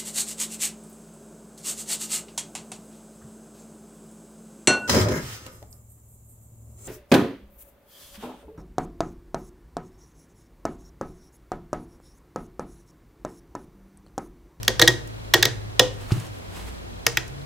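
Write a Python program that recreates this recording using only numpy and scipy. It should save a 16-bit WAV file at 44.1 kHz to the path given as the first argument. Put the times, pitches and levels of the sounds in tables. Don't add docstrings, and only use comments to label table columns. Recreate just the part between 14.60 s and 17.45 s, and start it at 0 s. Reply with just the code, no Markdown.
import sys
import numpy as np
from scipy import signal
from scipy.fft import rfft, irfft
from scipy.io import wavfile
from scipy.ndimage import uniform_filter1d

SR = 44100
rng = np.random.default_rng(int(sys.argv[2]) if len(sys.argv) > 2 else 0)


def digitize_waveform(pressure):
    field = np.atleast_2d(pressure).T
    bounded = np.clip(field, -1, 1)
    quanta = np.round(bounded * 32767).astype(np.int16)
    wavfile.write(sys.argv[1], SR, quanta)


N = 125685

# frequency in Hz, relative density in dB per Hz.
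AIR_TONE = [(15, -21), (30, -1), (50, 2), (65, -12.5), (85, 2.5), (150, -8), (300, -10.5), (600, -15),
            (1200, -22), (2500, -26.5), (4000, -28.5), (6000, -32.5), (10000, -37), (16200, -44)]
# frequency in Hz, nominal side minus mid in dB.
AIR_WIDTH = [(40, 2), (120, 5), (250, 11), (800, 14), (3000, 13), (15000, 7.5)]
AIR_DB = -47.5

# time in seconds, frequency in Hz, mid level in dB rms
MIDDLE_HUM = [(0, 108.3, -38.5), (.6, 109, -42), (1.1, 108, -37), (1.45, 102.8, -42.5), (1.8, 98.8, -46),
              (2.1, 97, -48), (2.3, 95, -68), (2.6, 137, -63), (2.75, 138, -42.5), (2.85, 141, -37)]
DEEP_HUM = [(0, 56.04, -39), (0.598, 54.3, -46), (1.3, 54, -45.5), (1.8, 57, -57), (2.1, 56.96, -40),
            (2.4, 54.84, -44.5), (2.85, 57.8, -47.5)]
HIGH_HUM = [(0, 176, -82), (1.8, 170.8, -67), (2.001, 171.5, -48.5), (2.25, 176, -54), (2.45, 173, -56),
            (2.85, 176, -75)]
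HUM_WAVER_DB, HUM_SIDE_DB = 1.5, -6.5

TICK_FIRST_S, TICK_GROUP_S, TICK_GAP_S, TICK_LENGTH_S = 0.05, 0.15, 1 / 30, 0.007
TICK_HZ, TICK_LOW_HZ, TICK_DB = 4034, 3310, -50

# table, low body,
# rattle bands at 0.9k, 1.9k, peg, 5.5k, 9k and sizzle; left minus right in dB, rattle length in seconds,
# extra level in dB of the low ring, lower loom modes and upper loom modes, rise in seconds.
PEG_SNAPS = [(0.0302, -18.5, 350, 3070, 12600, -32, -27, -22, -20, -13.5, -10, -10.5, -40, -2, 0.0018, -7, -8, -20, 0.0014),
             (0.079, 0.5, 516, 3500, 12850, -39, -23.5, -22.5, -17, -11, -14, -21, -23, 0, 0.0034, -8, -6, -9, 0.00036),
             (0.1947, -5, 500, 3500, 12600, -27, -17.5, -12.5, -9, -7, -11, -16.5, -27, 0, 0.0035, -2.5, -10, -13, 0.00041),
             (0.215, -0.5, 477.6, 3590, 13300, -24.5, -22.5, -17, -14, -17.5, -10, -28, -21, -0.5, 0.0041, 2.5, 2, 3, 0.00033),
             (0.2223, 1.5, 331.7, 3640, 13400, -41, -28.5, -21.5, -17, -5, -19, -19.5, -26, -1, 0.0023, 6, 5, -22, 0.00033),
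             (0.2758, -2.5, 330, 3580, 14900, -29, -33, -25.5, -14, -8.5, -18, -12, -29, -1, 0.0037, -9.5, 9.5, 10.5, 0.0006),
             (0.2804, 0.5, 348, 4020, 12600, -23.5, -22, -20, -19, -25, -11.5, -23.5, -29, 0.0, 0.0029, -3, 2, -15, 0.0006),
             (0.7367, -0.5, 323.5, 3570, 13100, -36, -25, -15, -9, -8, -11, -20, -19.5, 0, 0.0035, -10, -19, -8, 0.00093),
             (0.7414, 0, 351.4, 3290, 14200, -27.5, -17.5, -16, -14.5, -10, -12, -27, -16, -0.5, 0.003, -2, 5, 1, 0.0013),
             (0.8259, 1, 341, 3600, 14600, -31.5, -36, -24.5, -15.5, -11, -14, -24, -22.5, -1.5, 0.005, -2.5, -11, 1, 0.0005),
             (0.8296, -4, 397.5, 3230, 14400, -33, -23.5, -39, -6, -11.5, -23, -29, -29, 2.5, 0.002, -5.5, -14, -7, 0.00053),
             (0.8531, -4.5, 435, 3450, 14500, -25, -20, -23.5, -13, -9.5, -11.5, -22, -18, -0.5, 0.0039, -7, 1, -5, 0.00029),
             (1.1941, 1, 507, 3260, 14400, -30.5, -16, -14, -18.5, -6.5, -10, -18.5, -24, 0, 0.004, -0.5, 6, 1, 0.00044),
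             (2.465, -1, 467, 2610, 12880, -34, -26, -18, -20.5, -14, -11, -20, -22, 0, 0.0042, -5.5, 3, -17, 0.00052),
             (2.571, -4.5, 331.2, 2500, 12900, -29, -32.5, -19, -15, -9, -14, -24, -20.5, -0.5, 0.0031, -5.5, -4.5, -0.5, 0.00056)]
# centre in Hz, nominal width in Hz, gain change in dB per rattle length
# (positive grows), tail relative to rattle in dB, tail t60 in seconds.
RATTLE_BANDS = [(910, 490, 7.5, -14.5, 0.23), (1805, 320, -1.5, -20.5, .35), (3450, 710, 4, -27, 0.37),
                (5420, 1420, -2.5, -21, 0.33), (9000, 6200, -4, -23, 0.2), (13500, 1600, -19, -25, 0.14)]
# frequency in Hz, level in dB before the snap's own, t60 in seconds,
# number of the rattle band it follows (from 0); tuning and level scatter from snap to snap.
LOOM_MODES = [(1700, -15, 0.055, 1), (1873, -6.5, 0.075, 1), (3260, -17, 0.071, 2), (3459, -11.5, 0.043, 2),
              (3810, -13, 0.04, 2), (4020, -38, 0.072, 2), (5060, -14.5, 0.051, 3), (5960, -38.5, 0.21, 3)]
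RATTLE_TRIM_DB, RATTLE_FALL_S = 4.5, 0.0013
RATTLE_SIDE_DB, TAIL_SIDE_DB = -12, -1
TAIL_SWELL_S, TAIL_WIDEN = 0.0018, 1.6
LOW_TRIM_DB, LOW_SWELL_S, LOW_T60_S, LOW_PAIR_RATIO = 2, 0.0065, 0.18, 1.05
BODY_HZ, BODY_WIDTH_HZ, BODY_T60_S, BODY_DB, BODY_SIDE = 393, 274, 0.13, 0.5, 0.14
TABLE_HZ, TABLE_TRIM_DB, TABLE_SWELL_S, TABLE_T60_S = 126.9, 4, 0.0069, 0.21

# frequency in Hz, t60 in seconds.
ROOM_T60 = [(125, 0.45), (500, 0.44), (2000, 0.41), (5000, 0.22), (10000, 0.11), (16000, 0.046)]
# frequency in Hz, relative level in dB.
ROOM_TONE = [(125, -5.5), (500, -11), (2000, -18), (5000, -12), (10000, -17), (16000, -17)]
ROOM_LIKENESS = 0.59

# start in seconds, peak in dB, centre in Hz.
TAPS = [(0.048, -32, 3960), (0.055, -44, 4500), (0.474, -36.5, 9000), (1.34, -49, 9000),
        (1.507, -25.5, 845), (1.514, -27, 2140), (1.52, -24, 4760), (1.599, -32.5, 7000),
        (1.668, -39, 4970), (1.785, -46, 10260), (2.523, -43, 9000), (2.678, -36.5, 7000)]
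TAP_DECAY_S = 0.0049

# time in seconds, mid level in dB, before the grain.
BRUSH_LEVEL = [(1.3, -65), (1.37, -56), (1.42, -45), (1.47, -50.5), (1.52, -41.5), (1.6, -44), (1.679, -51),
               (1.75, -56), (1.882, -57), (1.96, -44.5), (2.031, -45), (2.11, -49.5), (2.171, -60),
               (2.3, -74)]
# frequency in Hz, relative level in dB.
BRUSH_TONE = [(180, -25), (300, -9), (850, -7.5), (1500, -11), (3000, -14), (5500, -21), (8000, -19.5),
              (12000, -24.5), (16000, -30)]

# start in seconds, level of the low tone in dB, frequency in Hz,
# t60 in seconds.
THUDS = [(1.519, -9, 120, 0.062), (1.565, -25, 135, 0.054)]
THUD_KNOCK_HZ, THUD_KNOCK_DB = 342, -13

CLIP_LEVEL, TOP_HZ = 1.0, 15900


def undb(db):
    return 10 ** (np.asarray(db) / 20)


def on_log(hz, table):
    points = np.array(table)
    return np.interp(np.log(np.maximum(hz, 1)), np.log(points[:, 0]), points[:, 1])


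def coloured(table, size):
    f = np.arange(size // 2 + 1) * SR / size
    spectrum = rfft(rng.standard_normal(size)) * undb(on_log(f, table)) * (f > 22)
    x = irfft(spectrum, size)
    return x / x.std()


def band(x, hz, width_hz):
    b, a = signal.iirpeak(min(hz, 0.45 * SR), hz / width_hz * 0.6, fs=SR)
    return signal.lfilter(b, a, signal.lfilter(b, a, x))


def swell_and_die(t, swell_s, t60):
    return (1 - np.exp(-t / swell_s)) * 1000. ** (-t / t60)


def ring(hz, t60, swell_s, size):
    t = np.arange(size) / SR
    env = swell_and_die(t, swell_s, t60)
    return env / env.max() * np.sin(2 * np.pi * hz * t)


def walk(rate):
    k = int(SR / rate)
    x = uniform_filter1d(uniform_filter1d(rng.standard_normal(N), k), k)
    return x / x.std()


def left_right(mid, side):
    return np.array([mid + side, mid - side])


def add(out, x, s, pan_db=0):
    i = int(s * SR)
    k = min(x.shape[-1], N - i)
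    out[:, i:i + k] += x[..., :k] * undb(np.array([[pan_db], [-pan_db]]) / 2)


def air():
    mid = coloured(AIR_TONE, N)
    wide = [(hz, db + on_log(hz, AIR_WIDTH)) for hz, db in AIR_TONE]
    side = undb(on_log(40, AIR_WIDTH)) * coloured(wide, N)
    highpass = signal.butter(4, 200, "high", fs=SR, output="sos")
    rms_above_200 = signal.sosfilt(highpass, mid).std()
    return undb(AIR_DB) / rms_above_200 * left_right(mid, side)


def hum():
    t, out = np.arange(N) / SR, 0
    for path in map(np.array, (MIDDLE_HUM, DEEP_HUM, HIGH_HUM)):
        hz = np.interp(t, path[:, 0], path[:, 1]) * (1 + 0.0154 * walk(10.5))
        phase = 2 * np.pi * np.cumsum(hz) / SR
        level_db = np.interp(t, path[:, 0], path[:, 2]) + HUM_WAVER_DB * walk(11)
        tone = left_right(np.sin(phase), undb(HUM_SIDE_DB) * np.cos(phase))
        out = out + np.sqrt(2) * undb(level_db) * tone
    return out


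def ticks():
    groups = np.arange(TICK_FIRST_S - TICK_GROUP_S, N / SR, TICK_GROUP_S)
    starts = (groups[:, None] + TICK_GAP_S * np.arange(4)).ravel()
    gains = undb(1.5 * rng.standard_normal(len(starts)))
    keep = (starts > 0) & (starts < N / SR)
    impulses = np.zeros(N)
    impulses[(starts[keep] * SR).astype(int)] = gains[keep]
    t = np.arange(int(TICK_LENGTH_S * SR)) / SR
    tones = np.sin(2 * np.pi * TICK_HZ * t) + 0.81 * np.sin(2 * np.pi * TICK_LOW_HZ * t)
    return undb(TICK_DB) * signal.fftconvolve(impulses, np.hanning(len(t)) * tones, mode="same")


def peg_rattle(centres, levels_db, length_s, rise_s, t):
    gate = np.minimum(t / rise_s, 1) ** 2 * np.exp(-np.maximum(t - length_s, 0) / RATTLE_FALL_S)
    rattle, tail = np.zeros((2, 2, len(t)))
    for hz, level_db, (_, width_hz, slope_db, tail_db, t60) in zip(centres, levels_db, RATTLE_BANDS):
        gain = undb(level_db + RATTLE_TRIM_DB)
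        noise = rng.standard_normal((4, len(t)))
        mid, side = band(noise[:2] * gate * undb(slope_db * t / length_s), hz, width_hz)
        side = side * undb(RATTLE_SIDE_DB) * np.sqrt(hz / 5000)
        rms = np.sqrt(np.sum(mid ** 2) / np.sum(gate ** 2))
        rattle += gain * left_right(mid, side) / rms / 2
        mid, side = band(noise[2:], hz, width_hz * TAIL_WIDEN)
        side = side * undb(TAIL_SIDE_DB) * (hz / 5000) ** 0.52
        fade = swell_and_die(t, TAIL_SWELL_S, t60)
        tail += gain * undb(tail_db) * fade * left_right(mid, side) / mid.std() / 2
    return rattle, tail


def loom_ring(levels_db, lower_db, upper_db, size):
    out = np.zeros(size)
    for hz, mode_db, t60, k in LOOM_MODES:
        level_luck, tuning_luck = rng.standard_normal(2)
        group_db = lower_db if k == 1 else upper_db
        gain = undb(levels_db[k] + RATTLE_TRIM_DB + group_db + mode_db + 2 * level_luck)
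        out += gain * ring(hz * (1 + 0.0049 * tuning_luck), t60, 0.0005, size)
    return out


def low_body(low_hz, ring_db, t):
    tones = ring(low_hz, LOW_T60_S, LOW_SWELL_S, len(t))
    tones += 0.49 * ring(low_hz * LOW_PAIR_RATIO, LOW_T60_S, LOW_SWELL_S, len(t))
    mid, side = rng.standard_normal((2, len(t)))
    noise = band(left_right(mid, BODY_SIDE * side), BODY_HZ, BODY_WIDTH_HZ)
    fade = swell_and_die(t, LOW_SWELL_S, BODY_T60_S)
    return undb(ring_db) * tones + undb(BODY_DB) * fade * noise / noise.std()


def snaps():
    out, tails = np.zeros((2, 2, N))
    size = SR // 3
    t = np.arange(size) / SR
    for (s, db, low_hz, peg_hz, sizzle_hz, table_db, low_db, *levels_db,
         pan_db, length_s, ring_db, lower_db, upper_db, rise_s) in PEG_SNAPS:
        centres = [row[0] for row in RATTLE_BANDS]
        centres[2], centres[5] = peg_hz, sizzle_hz
        snap, tail = peg_rattle(centres, levels_db, length_s, rise_s, t)
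        snap += loom_ring(levels_db, lower_db, upper_db, size)
        snap += undb(low_db + LOW_TRIM_DB) * low_body(low_hz, ring_db, t)
        snap += undb(table_db + TABLE_TRIM_DB) * ring(TABLE_HZ, TABLE_T60_S, TABLE_SWELL_S, size)
        add(out, snap * undb(db), s, pan_db)
        add(tails, tail * undb(db), s)
    return out, tails


def room(x):
    size = SR // 2
    t, tail = np.arange(size) / SR, np.zeros((2, size))
    for hz in 125 * 2 ** np.arange(0, 7.1, 0.5):
        mid, side = band(rng.standard_normal((2, size)), hz, hz / 3.16)
        env = np.minimum(t / 0.0032, 1) ** 2 * 1000. ** (-t / on_log(hz, ROOM_T60))
        pair = left_right(mid * np.sqrt(1 + ROOM_LIKENESS), side * np.sqrt(1 - ROOM_LIKENESS))
        tail += undb(on_log(hz, ROOM_TONE)) * env * pair / 40
    return signal.fftconvolve(x.mean(0)[None], tail)[:, :N]


def taps():
    out, size = np.zeros((2, N)), SR // 4
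    t = np.arange(size) / SR
    for s, db, hz in TAPS:
        x = band(rng.standard_normal(size) * np.exp(-t / TAP_DECAY_S), hz, 0.66 * hz)
        add(out, undb(db) * x / np.abs(x).max(), s)
    return out


def brush():
    t, path = np.arange(N) / SR, np.array(BRUSH_LEVEL)
    level_db = np.interp(t, path[:, 0], path[:, 1], left=-99, right=-99)
    env = undb(level_db + 1.9 * walk(60))
    mid, side = coloured(BRUSH_TONE, N), coloured(BRUSH_TONE, N)
    return env * np.array([mid + 0.34 * side, mid - 0.79 * side])


def thuds():
    out, size = np.zeros((2, N)), SR // 4
    for s, db, hz, t60 in THUDS:
        low = -ring(hz, t60, 0.0021, size)
        knock = undb(THUD_KNOCK_DB) * ring(THUD_KNOCK_HZ, t60 * 0.63, 0.001, size)
        add(out, undb(db) * (low + knock), s)
    return out


def scene():
    floor = air() + hum() + ticks()
    snap, tails = snaps()
    near = snap + taps() + thuds()
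    return floor + near + tails + room(near) + brush()


def record(dry):
    lowpass = signal.ellip(8, 0.2, 70, TOP_HZ, fs=SR, output="sos")
    return signal.sosfilt(lowpass, np.clip(dry, -CLIP_LEVEL, CLIP_LEVEL))


dry = scene()
out = record(dry)
digitize_waveform(out)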